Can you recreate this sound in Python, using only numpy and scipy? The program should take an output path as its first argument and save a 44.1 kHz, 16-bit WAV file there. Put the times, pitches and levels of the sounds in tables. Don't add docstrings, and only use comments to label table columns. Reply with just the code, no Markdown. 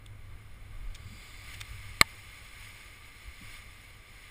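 import sys
import numpy as np
from scipy.fft import rfft, irfft, next_fast_len
from scipy.io import wavfile
from scipy.ndimage import map_coordinates

SR = 44100
rng = np.random.default_rng(int(sys.argv[2]) if len(sys.argv) > 2 else 0)


def unload_wav(signal):
    wavfile.write(
        sys.argv[1],
        SR,
        np.round(np.clip(np.atleast_2d(signal).T, -1, 1) * 32767).astype(np.int16),
    )


N = 189786


def amp(db):
    return 10 ** (np.asarray(db) / 20)


def unit(x):
    return x / np.sqrt(np.mean(x ** 2) + 1e-20)


def clock():
    return np.arange(N) / SR


def white():
    return rng.standard_normal(N)


def level_curve(rows):
    times, levels = np.transpose(rows)
    return np.interp(clock(), times, levels)


def wobble(rate):
    knots = rng.standard_normal(4096)
    return map_coordinates(knots, [clock() * rate], mode="wrap")


def filtered(x, gain):
    padded = next_fast_len(N + 8192)
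    spectrum = rfft(x, padded) * gain(np.fft.rfftfreq(padded, 1 / SR))
    return irfft(spectrum, padded)[:N]


def coloured(x, spectrum):
    f, db = np.transpose(spectrum)
    return unit(filtered(x, lambda hz: amp(np.interp(np.log(hz + 1), np.log(f), db))))


def bell(x, centre, half_width):
    return .5 ** (((x - centre) / half_width) ** 2)


def peaked(x, peaks):
    return filtered(x, lambda hz: amp(sum(db * bell(hz, centre, width / 2) for centre, width, db in peaks)))


def burst(s, db, half, centre_hz, octaves, peaks=()):
    half_band = octaves / 2 + 0.044
    band = filtered(white(), lambda hz: bell(np.log2(hz + 1), np.log2(centre_hz), half_band))
    swell = bell(clock(), s, half)
    swell_rms = np.sqrt(np.mean(swell ** 2))
    return amp(db) * swell_rms * unit(swell * peaked(band, peaks))


# f/Hz, width/Hz, level/dB
CAMERA_COLOUR = [(1184, 142, 8), (1380, 87, -7), (1600, 250, 3.5), (2154, 400, 11.5), (3030, 180, 2),
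                 (3523, 260, 6), (4093, 254, 7), (4560, 250, -3.5), (5160, 360, -2), (5990, 586, -22),
                 (7500, 310, -7), (8260, 160, -7), (8400, 180, 3.5), (9820, 420, 11.5), (10700, 140, -8),
                 (10740, 150, 9.5), (11630, 860, -30), (12840, 570, -18), (13300, 130, 6),
                 (13600, 140, -17), (14270, 480, 11), (15000, 440, 1.5)]


def through_camera(x):
    return peaked(x, CAMERA_COLOUR)


# t/s, level/dB before the lumps
BUFFET_LEVEL = [(0, -49.5), (.45, -46), (1, -46.5), (1.25, -53), (1.5, -47), (1.95, -46), (2.1, -52.5),
                (2.95, -55), (3.3, -52), (4.3, -55.5)]
# f/Hz, relative level/dB
RUMBLE_SPECTRUM = [(8, -2), (20, 2.5), (35, -1), (62, -1.5), (85, -9), (103, 1.5), (125, -17), (180, -24),
                   (300, -28.5), (600, -41.5), (1500, -30.5), (4000, -94)]
# f/Hz, relative level/dB
AIR_SPECTRUM = [(60, 14), (250, 1.5), (600, -2.5), (900, -5.5), (1500, -6), (3000, -11.5), (5000, -22.5),
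                (9000, -20), (12000, -20), (16000, -24)]
LUMP_DB, LUMPS_PER_S = 1.5, 18


def wind():
    buffet_db = level_curve(BUFFET_LEVEL) + LUMP_DB * wobble(rate=LUMPS_PER_S)
    buffet = amp(buffet_db) * coloured(white(), RUMBLE_SPECTRUM)
    sway_db = .7 * wobble(rate=9)
    air = amp(-58.0 + sway_db) * coloured(through_camera(white()), AIR_SPECTRUM)
    return buffet + air


# t/s, level/dB, half length/s, centre f/Hz, width/octaves (before burst widens it)
SHUDDER_BURSTS = [(0.844, -34, 0.057, 24, 0.93), (1.058, -46, .03, 104, 0.17),
                  (1.11, -56, 0.061, 199, 0.58), (1.706, -39.5, 0.018, 41, 1),
                  (1.793, -46, 0.045, 104, 0.14), (3.277, -43, 0.022, 51.7, 0.85),
                  (3.428, -50, 0.01, 218, .55)]


def shudders():
    return sum(burst(*row) for row in SHUDDER_BURSTS)


# t/s, level/dB
BLOW = (2.0121, 0)
# f/Hz, level/dB relative to the blow, t60/s
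BLOW_PARTIALS = [(88.5, -45, 0.18), (660, -27, 0.027), (900, -30.5, 0.074), (1174, -5.5, 0.02),
                 (1610, -12, 0.0098), (1760, -19.5, 0.039), (1986, -2, 0.0085), (2194, 2.5, 0.011),
                 (2880, -18, 0.021), (3170, -11.5, 0.013), (3580, -13, 0.016), (4116, -0.5, 0.0091),
                 (4550, -7.5, 0.0089), (4930, -9.5, 0.0083), (7010, -14, 0.0091), (7470, -12.5, 0.01),
                 (7900, -7, 0.01), (8450, -27, 0.015), (8900, -22, 0.018), (9870, -10.5, .011),
                 (10800, -26, 0.024), (13100, -27, .017), (14030, -13, .011), (14900, -31, .013)]
# f/Hz, relative level/dB
CRACK_SPECTRUM = [(200, -14), (800, -7), (3000, 4), (6000, -4), (10000, -11), (12000, -25), (15000, -14)]
# f/Hz, relative level/dB
TAIL_SPECTRUM = [(200, -16), (750, 3), (1500, -2), (2200, -11), (5000, -31), (10000, -17), (15000, -18)]


def knock(attack=0.00072, crack_db=-19, crack_t60=0.013, tail_db=-38, tail_t60=0.074,
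          push_db=-8.5, push_time=0.0016):
    s, db = BLOW
    t = np.maximum(clock() - s, 0)
    ring = np.zeros(N)
    for k, (hz, level, t60) in enumerate(BLOW_PARTIALS):
        sign = (-1) ** k
        ring += sign * amp(level - 60 * t / t60) * np.sin(2 * np.pi * hz * t)
    crack = amp(crack_db - 60 * t / crack_t60) * coloured(white(), CRACK_SPECTRUM)
    tail = amp(tail_db - 60 * t / tail_t60) * coloured(through_camera(white()), TAIL_SPECTRUM)
    u = t / push_time
    push = amp(push_db) * (1 - u) * np.exp(-u) * (1 - np.exp(-t / .0001))
    onset = 1 - np.exp(-t / attack)
    return amp(db) * (onset * (ring + crack + tail) - push)


def creases(rate, spread_db, smooth):
    struck = rng.random(N) < rate / SR
    size = amp(spread_db * rng.uniform(-1, 1, N))
    clicks = struck * white() * size
    return unit(unit(clicks) + smooth * white())


# f/Hz, relative level/dB
DRAG_COLOUR = [(1500, -7), (3500, -1), (4200, -8), (4750, 7), (5500, -13), (6500, -11), (7400, 1.5),
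               (8300, -6.5), (10000, -17), (15000, -16)]


def drag(at=1.27, half_length=0.23, db=-56):
    hiss = coloured(through_camera(creases(rate=2800, spread_db=4, smooth=1.9)), DRAG_COLOUR)
    return amp(db) * bell(clock(), at, half_length) * hiss


# t/s, level/dB, half length/s, centre f/Hz, width/octaves (before burst widens it)
SNAP_BURSTS = [(.0635, -46, 0.001, 3550, 0.57), (.0635, -53.5, 0.0017, 7700, 1.1),
               (0.9478, -48, 0.0013, 4200, 2), (0.9513, -41.5, 0.0011, 4700, 2.3),
               (0.958, -47, 0.0033, 3350, 2.1), (1.544, -45.5, 0.0048, 1700, 3.8),
               (1.607, -43.5, 0.0026, 4400, 2.2), (1.613, -32, 0.0009, 4200, 3),
               (1.6161, -33.5, 0.0009, 3800, 2.6), (3.564, -54, .006, 3000, 2)]
# f/Hz, width/Hz, level/dB
SNAP_COLOUR = [(2090, 1700, 8), (3580, 190, 12.5), (6000, 300, -14), (8600, 430, 6.5), (9830, 400, 2),
               (11900, 2500, -18), (14800, 1500, 8)]


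def snaps():
    return sum(burst(*row, peaks=SNAP_COLOUR) for row in SNAP_BURSTS)


# t/s, rustle level/dB before flutter
RUSTLE_LEVEL = [(0, -68), (.4, -63.5), (1.02, -60.5), (1.24, -54), (1.37, -55.5), (1.5, -48.5),
                (1.62, -52.5), (2.05, -52.5), (2.53, -52.5), (2.7, -50.5), (3, -55.5), (3.27, -55),
                (3.55, -49.5), (3.66, -56), (3.82, -55.5), (4.02, -58.5), (4.2, -54), (4.3, -56)]
# f/Hz, relative level/dB
RUSTLE_SPECTRUM = [(150, -36), (450, -11), (800, -7), (1300, -1.5), (1800, -1), (2800, 2.5), (4000, -7),
                   (5500, -10.5), (8000, -24), (15000, -45)]
# f/Hz, relative level/dB
CRISP_SPECTRUM = [(1500, -55), (3500, -13.5), (5000, 5), (7000, 1), (9000, 1), (10500, -8), (13500, -7),
                  (16000, -5.5)]
FLUTTER_DB, FLUTTERS_PER_S = 0.72, 22
CRISP_DB, CRISP_GROWS = -7.5, 1.12


def wing():
    rustle_db = level_curve(RUSTLE_LEVEL)
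    usual_db = rustle_db.mean()
    crisp_db = usual_db + CRISP_DB + CRISP_GROWS * (rustle_db - usual_db)
    flutter = amp(FLUTTER_DB * wobble(rate=FLUTTERS_PER_S))
    body = coloured(through_camera(creases(rate=2500, spread_db=6, smooth=1.9)), RUSTLE_SPECTRUM)
    top = coloured(through_camera(creases(rate=3500, spread_db=0.5, smooth=1.37)), CRISP_SPECTRUM)
    return flutter * (amp(rustle_db) * body + amp(crisp_db) * top)


def scene():
    return (wind() + shudders() + knock() + drag() + snaps() + wing())[None]


TOP_HZ = 15400


def record(dry, top=1.0, hiss_db=-76):
    x = dry[0] + amp(hiss_db) * white()
    rounded = x / (1 + (x / top) ** 4) ** (1 / 4)
    return filtered(rounded, lambda hz: 1 / np.sqrt(1 + (hz / TOP_HZ) ** 300))[None]


dry = scene()
out = record(dry)
unload_wav(out)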